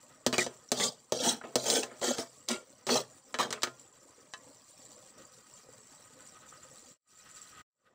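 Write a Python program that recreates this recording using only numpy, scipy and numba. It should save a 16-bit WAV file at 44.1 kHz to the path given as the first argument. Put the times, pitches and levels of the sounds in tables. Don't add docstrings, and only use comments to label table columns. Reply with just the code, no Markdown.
import sys
import numpy as np
from scipy import signal
from scipy.fft import rfft, irfft
from scipy.io import wavfile
from numba import njit

SR = 44100
rng = np.random.default_rng(int(sys.argv[2]) if len(sys.argv) > 2 else 0)


def int16_out(signal):
    q = np.round(np.clip(np.atleast_2d(signal).T, -1, 1) * 32767)
    wavfile.write(sys.argv[1], SR, q.astype(np.int16))


N = 350506
TIME = np.arange(N) / SR
RING_TIME = np.arange(SR // 3) / SR

# start_s, body_db, clank_db, edge_db, spatula_db
BLOWS = [(0.2644, -23.5, -31.5, -26.5, -36.5), (0.328, -29.5, -36.5, -37, -35.5),
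         (0.382, -26, -30.5, -28.5, -49.5), (0.4645, -34.5, -43.5, -42.5, -48.5),
         (0.7179, -27, -33, -26.5, -46), (0.800, -34.5, -37, -40, -38), (1.1222, -25.5, -36.5, -32, -49.5),
         (1.414, -51.5, -49, -65.5, -50.5), (1.438, -42, -43, -68.5, -48), (1.556, -23.5, -32, -26, -44),
         (1.701, -36, -42, -25, -61.5), (1.833, -40, -47, -38, -42), (1.9144, -50.5, -48, -69, -58),
         (2.015, -37, -47, -45, -58), (2.184, -34, -41, -38, -52), (2.487, -46, -60, -30.5, -54),
         (2.868, -41, -41, -38, -58.5), (2.892, -36.5, -30.5, -44.5, -46), (3.3425, -39, -34, -41.5, -35.5),
         (3.388, -37, -33.5, -38, -42), (3.506, -42, -41.5, -39, -55.5), (3.527, -45.5, -35, -34.5, -48.5),
         (3.576, -56, -46, -67, -59.5), (3.621, -59, -54, -41, -46), (3.633, -37, -29, -27.5, -34.5),
         (3.672, -42, -41.5, -51, -46.5), (4.337, -61, -48, -45.5, -41)]
# full_s, swell_s, held_s, body_db, clank_db, edge_db
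STROKES = [(0.333, 0.0058, 0.0073, -39, -34.5, -33.5), (0.391, .008, 0.027, -39, -41, -32),
           (0.48, 0.016, 0.047, -52, -60, -75.5), (0.74, .01, 0.043, -43, -51, -42),
           (0.80, .04, 0.05, -32, -37, -27.5), (1.14, 0.011, 0.11, -40, -47.5, -37),
           (1.255, .03, 0.049, -32, -34.5, -28), (1.445, .012, 0.0045, -41.5, -48, -65),
           (1.48, 0.024, 0.067, -52.5, -65, -75), (1.585, 0.0083, .055, -42, -53, -39),
           (1.668, 0.024, 0.11, -30.5, -37.5, -29.5), (1.832, 0.0065, 0.0018, -45, -46, -54),
           (1.87, 0.021, .1, -55.5, -57, -74), (2.03, .016, 0.083, -33.5, -36.5, -31.5),
           (2.192, 0.031, 0.0034, -41, -40.5, -36), (2.505, 0.027, 0.012, -34.5, -32.5, -34),
           (2.895, 0.031, 0.072, -29, -34.5, -31), (3.398, .01, 0.0082, -30.5, -27, -31.5),
           (3.445, .02, 0.0045, -39, -56, -65), (3.533, 0.0063, 0.0033, -41, -41.5, -61)]
# body_db_per_s, clank_db_per_s, edge_db_per_s
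RELEASE_RATES = (273.5, 311.5, 351.5)
# middle_s, pitch_hz, level_db, half_length_s
SQUEAKS = [(0.391, 2265, -27.5, 0.015), (0.413, 1940, -35, 0.033), (0.691, 5800, -52, 0.0074),
           (0.822, 2040, -37.5, 0.02), (0.86, 7260, -34.5, 0.022), (0.885, 4870, -37.5, 0.017),
           (1.288, 6250, -31, 0.013), (1.416, 1460, -44.5, 0.0056), (1.834, 2650, -37, 0.011),
           (2.1, 245, -41, .08), (2.523, 236.7, -37, 0.037), (2.906, 640, -23, 0.0074),
           (2.93, 242, -37, .05), (2.935, 475, -32.5, .04), (2.932, 4500, -37, 0.028),
           (2.964, 5960, -37, .014), (3.405, 1206, -34.5, 0.016)]
# pitch_hz, energy_db, t60_s
WOK_MODES = [(127.8, -9, 0.73), (247.2, 2.5, .15), (360.3, -1, 0.17), (441.5, 3, 0.18), (490, -3.5, 0.1),
             (623.4, -0.5, .19), (674, -3, 0.25), (854, -15, .14), (1050, -15.5, 0.32), (1160, -8.5, 0.12),
             (1255, 0.5, 0.11), (1396, -9.5, 0.36), (1520, -7, 0.13), (1820, -11, 0.096), (1884, -10, 0.12),
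             (2296, -13, 0.13), (3162, -9, 0.14), (3385, -7.5, 0.11), (3650, -10.5, 0.062),
             (4090, -3.5, 0.068), (4280, -7.5, .1), (4860, -6, 0.091), (5270, -6, 0.14), (5990, -3.5, .12),
             (6200, -2, 0.096), (7610, 0, 0.06), (7630, -3.5, 0.063), (8500, -13.5, .16)]
# pitch_hz, energy_db, t60_s
SPATULA_MODES = [(1040, -5, .2), (1170, -6.5, 0.11), (1617, -5.5, 0.071), (1720, -0.5, 0.095),
                 (1895, -5.5, 0.09), (2660, -8, .07), (3030, -5.5, .07), (3930, -5, .07)]
# pitch_hz, density_db_per_hz
WOK_COLOUR = [(40, -37), (90, -10.5), (170, -15), (245, -4), (300, -12.5), (500, 0.5), (720, -4),
              (1050, -8.5), (2500, -14), (4200, -6.5), (8000, -8.5), (9800, -19.5), (13700, -32),
              (15000, -17.5)]
# low_hz, high_hz
REGISTER_BANDS = [(40, 900), (900, 2800), (2800, 16000)]
# time_s, frying_db, bubbling_db, hiss_db
SIMMER_LEVELS = [(0, -61.5, -63.5, -64), (0.798, -66, -68, -71.5), (2, -58.5, -69, -71),
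                 (2.7, -64, -67, -71.5), (4.2, -63.5, -65.5, -72), (4.6, -60.5, -63.5, -74),
                 (5.9, -58.5, -63, -63), (6.9, -59, -64, -62), (7.1, -60, -75, -62.5), (7.5, -56, -74, -57),
                 (7.9, -76, -67, -66.5)]
# start_s, level_db, pitch_hz, t60_s
POPS = [(5.196, -51.5, 538, 0.11), (5.538, -44.5, 7520, 0.033), (5.689, -47, 504, 0.038),
        (6.206, -45.5, 7500, .02), (6.526, -46, 1238, 0.08), (7.344, -46, 7600, 0.013),
        (7.4167, -39, 7630, 0.02)]
# pitch_hz, density_db_per_hz
FRYING_COLOUR = [(1200, -24), (2450, -11.5), (3700, -12), (4400, -4.5), (5300, -9), (5950, -3),
                 (6600, -11.5), (7200, 1.5), (7800, 1), (8800, -9), (10200, -19), (13600, -28.5),
                 (14500, -17.5), (15500, -16.5)]
# pitch_hz, density_db_per_hz
BUBBLING_COLOUR = [(30, -26.5), (70, -10.5), (125, -4.5), (320, 0), (440, -7), (530, 3), (740, -5),
                   (880, -10.5), (1020, -4.5), (1400, -14.5), (1950, -11), (2400, -25)]
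# pitch_hz, density_db_per_hz
STEAM_COLOUR = [(30, -24), (120, -7), (220, -12), (900, -17.5), (1170, -10), (1255, 6), (1360, -13),
                (1480, -4.5), (1700, -15), (1920, -5.5), (2200, -21.5), (2450, -15.5), (3200, -16),
                (9000, -38)]
# time_s, gain_db
FADER = [(6.92, 1.5), (6.965, -16.5), (6.985, -45), (7.06, -25.5), (7.09, -4.5), (7.125, 2), (7.615, 1.5),
         (7.645, -75.5), (7.7, -46.5), (7.8, -20.5), (7.88, -6.5)]

REGISTER_FILTERS = [signal.butter(3, edges, "band", fs=SR, output="sos") for edges in REGISTER_BANDS]
SPEED_UP_DB_PER_S = 29
BLOW_RING_DB = -3.5
TOP_HZ = 15600


def blows(mode_rings, thud):
    out = np.zeros(N)
    spatula = unit_energy(sum(undb(db) * ringing(hz, t60) for hz, db, t60 in SPATULA_MODES))
    for start_s, body_db, clank_db, edge_db, spatula_db in BLOWS:
        body, clank, edge = wok_response(mode_rings, thud, direct_db=-2.1, dense_t60=0.048,
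                                         modes_db=BLOW_RING_DB, room_db=-10.5, room_t60=0.19, spot_db=3.0)
        blow = undb(body_db) * body + undb(clank_db) * clank + undb(edge_db) * edge
        blow = blow + undb(spatula_db) * spatula
        blow = roll_off(blow, hz=20000 * undb(0.56 * (edge_db + 31)), kind="low")
        blow = roll_off(blow, hz=70, kind="high")
        add(out, start_s, blow * np.sqrt(0.0084 * SR))
    return out


def strokes(mode_rings, thud):
    out = np.zeros(N)
    for full_s, swell_s, held_s, body_db, clank_db, edge_db in STROKES:
        t = RING_TIME - swell_s
        force = rubbing(len(t))
        force = force * undb(1.74 * walk(RING_TIME, per_s=150))
        force = roll_off(force, hz=175, kind="high")
        registers = wok_response(mode_rings, thud, direct_db=1.5, dense_t60=0.014,
                                 modes_db=-3.0, room_db=-21, room_t60=0.2, spot_db=4.0)
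        speed_db = SPEED_UP_DB_PER_S * (np.minimum(t, held_s) - held_s / 2)
        levels = (body_db, clank_db, edge_db + speed_db)
        for db, release, response in zip(levels, RELEASE_RATES, registers):
            gain = undb(db + 1.2 * walk(RING_TIME, per_s=60))
            gain = gain * pressure(t, swell_s, held_s, release)
            add(out, full_s - swell_s, signal.fftconvolve(force * gain, response))
    return out


def rubbing(count):
    slips = undb(-7.5) * clicks(count, per_s=3000, spread_db=4.0)
    grit = undb(-7.0) * grains(count, per_s=4500, spread_db=3.5, t60=0.015, top_hz=15880)
    chatter = undb(-9.0) * grains(count, per_s=900, spread_db=4.0, t60=0.05, top_hz=9000)
    return slips + grit + chatter


def pressure(t, swell_s, held_s, release_db_per_s):
    return np.clip(1 + t / swell_s, 0, 1) * undb(-release_db_per_s * np.maximum(t - held_s, 0))


def squeaks(width=0.039):
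    out = np.zeros(N)
    for middle_s, hz, db, half_length_s in SQUEAKS:
        swell = np.hanning(int(2 * half_length_s * SR))
        noise = rng.standard_normal(SR // 4)
        note = band(noise, hz * (1 - width), hz * (1 + width), order=2)[-len(swell):]
        add(out, middle_s - half_length_s, undb(db) * swell * note / np.std(note))
    return out


def wok_response(mode_rings, thud, direct_db, dense_t60, modes_db, room_db, room_t60, spot_db):
    body = tail(dense_t60) + undb(room_db) * tail(room_t60)
    body[0] -= undb(direct_db)
    body = signal.fftconvolve(body, thud)[:len(RING_TIME)]
    spot_gains = undb(spot_db * rng.standard_normal((len(mode_rings), 1)))
    modes = np.sum(spot_gains * mode_rings, axis=0)
    response = unit_energy(body) + undb(modes_db) * unit_energy(modes)
    return [unit_energy(signal.sosfilt(sos, response)) for sos in REGISTER_FILTERS]


def wok_modes(sustain):
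    rings = [undb(db) * ringing(hz, t60 * sustain) * (-1) ** k
             for k, (hz, db, t60) in enumerate(WOK_MODES)]
    return np.array(rings)


def simmer():
    time_s, *levels = np.transpose(SIMMER_LEVELS)
    fry_gain, bubble_gain, hiss_gain = (np.interp(TIME, time_s, undb(db)) for db in levels)
    surge = undb(1.7 * walk(TIME, per_s=14))
    food = frying(fry_gain * surge) + bubbling(bubble_gain * surge)
    add_pops(food)
    kitchen = undb(-5.5) * tail(0.14)
    kitchen[0] += 1
    return signal.oaconvolve(food, unit_energy(kitchen))[:N] + steam_hiss(hiss_gain)


def frying(gain):
    snaps = undb(-6.5) * clicks(N, per_s=600, spread_db=4.0)
    pings = undb(-3.0) * grains(N, per_s=2600, spread_db=4.5, t60=0.023, top_hz=15900)
    flurries = undb(2.2 * walk(TIME, per_s=33))
    return signal.oaconvolve(gain * (snaps + pings) * flurries, colour(FRYING_COLOUR))[:N]


def bubbling(gain):
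    pings = grains(N, per_s=900, spread_db=2.5, t60=0.055, top_hz=2590)
    waver = undb(1.3 * walk(TIME, per_s=18) - 0.4)
    return signal.oaconvolve(gain * waver * pings, colour(BUBBLING_COLOUR))[:N]


def add_pops(food):
    for start_s, db, hz, t60 in POPS:
        add(food, start_s, undb(db) * np.sin(2 * np.pi * hz * RING_TIME) * decay(t60))


def steam_hiss(gain):
    flutter = undb(5.2 * walk(TIME, per_s=30) - 4.5)
    return signal.oaconvolve(rng.standard_normal(N) * gain * flutter, colour(STEAM_COLOUR))[:N]


def clicks(count, per_s, spread_db):
    sizes = undb(spread_db * np.minimum(rng.exponential(size=count), 4))
    struck = rng.random(count) < per_s / SR
    train = struck * sizes * rng.choice([-1, 1], count)
    return unit_energy(train + 1e-9) * np.sqrt(count)


def grains(count, per_s, spread_db, t60, top_hz):
    when, pitch, length, size = rng.random((int(per_s * count / SR) + 1, 4)).T
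    starts = (when * count).astype(np.int64)
    samples = t60 * (0.5 + length) * SR
    turn = 2 * np.pi * top_hz * pitch / SR
    keep = np.exp(-np.log(1000) / samples)
    sizes = undb(-spread_db * np.log(size + 0.02))
    pings = ring_grains(count, starts, samples.astype(np.int64), turn, keep, sizes)
    return unit_energy(pings) * np.sqrt(count * 2 * top_hz / SR)


@njit
def ring_grains(out_size, starts, lengths, turn, keep, sizes):
    out = np.zeros(out_size)
    for k in range(len(starts)):
        feedback = 2 * keep[k] * np.cos(turn[k])
        loss = keep[k] * keep[k]
        last, now = 0., sizes[k] * np.sin(turn[k])
        for i in range(starts[k], min(out_size, starts[k] + lengths[k])):
            out[i] += now
            last, now = now, feedback * now - loss * last
    return out


def ringing(hz, t60):
    return unit_energy(np.sin(2 * np.pi * hz * RING_TIME) * decay(t60))


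def tail(t60):
    return unit_energy(rng.standard_normal(len(RING_TIME)) * decay(t60))


def decay(t60):
    return np.exp(-np.log(1000) * RING_TIME / t60)


def walk(t, per_s):
    return np.interp(t * per_s, np.arange(4096), rng.standard_normal(4096))


def colour(points, size=2048):
    hz, db = np.transpose(points)
    bins_hz = np.maximum(np.arange(size // 2 + 1) * SR / size, 1)
    spectrum_db = np.interp(np.log(bins_hz), np.log(hz), db)
    cepstrum = irfft(np.log(undb(spectrum_db)))
    cepstrum[1:size // 2] *= 2
    cepstrum[size // 2 + 1:] = 0
    return unit_energy(irfft(np.exp(rfft(cepstrum))))


def band(x, low_hz, high_hz, order=3):
    return signal.sosfilt(signal.butter(order, [low_hz, high_hz], "band", fs=SR, output="sos"), x)


def roll_off(x, hz, kind):
    return signal.sosfilt(signal.butter(2, min(hz, 0.45 * SR), kind, fs=SR, output="sos"), x)


def undb(db):
    return 10 ** (np.asarray(db) / 20)


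def unit_energy(x):
    return x / np.sqrt(np.sum(x ** 2))


def add(out, start_s, x):
    i = max(int(start_s * SR), 0)
    out[i:i + len(x)] += x[:len(out) - i]


def scene():
    thud = colour(WOK_COLOUR)
    struck = blows(wok_modes(sustain=0.93), thud)
    stroked = strokes(wok_modes(sustain=0.43), thud)
    return (struck + stroked + squeaks() + simmer())[None]


def record(dry):
    faded = dry * undb(np.interp(TIME, *np.transpose(FADER)))
    return signal.sosfilt(signal.ellip(10, 0.2, 70, TOP_HZ, fs=SR, output="sos"), faded)


dry = scene()
out = record(dry)
int16_out(out)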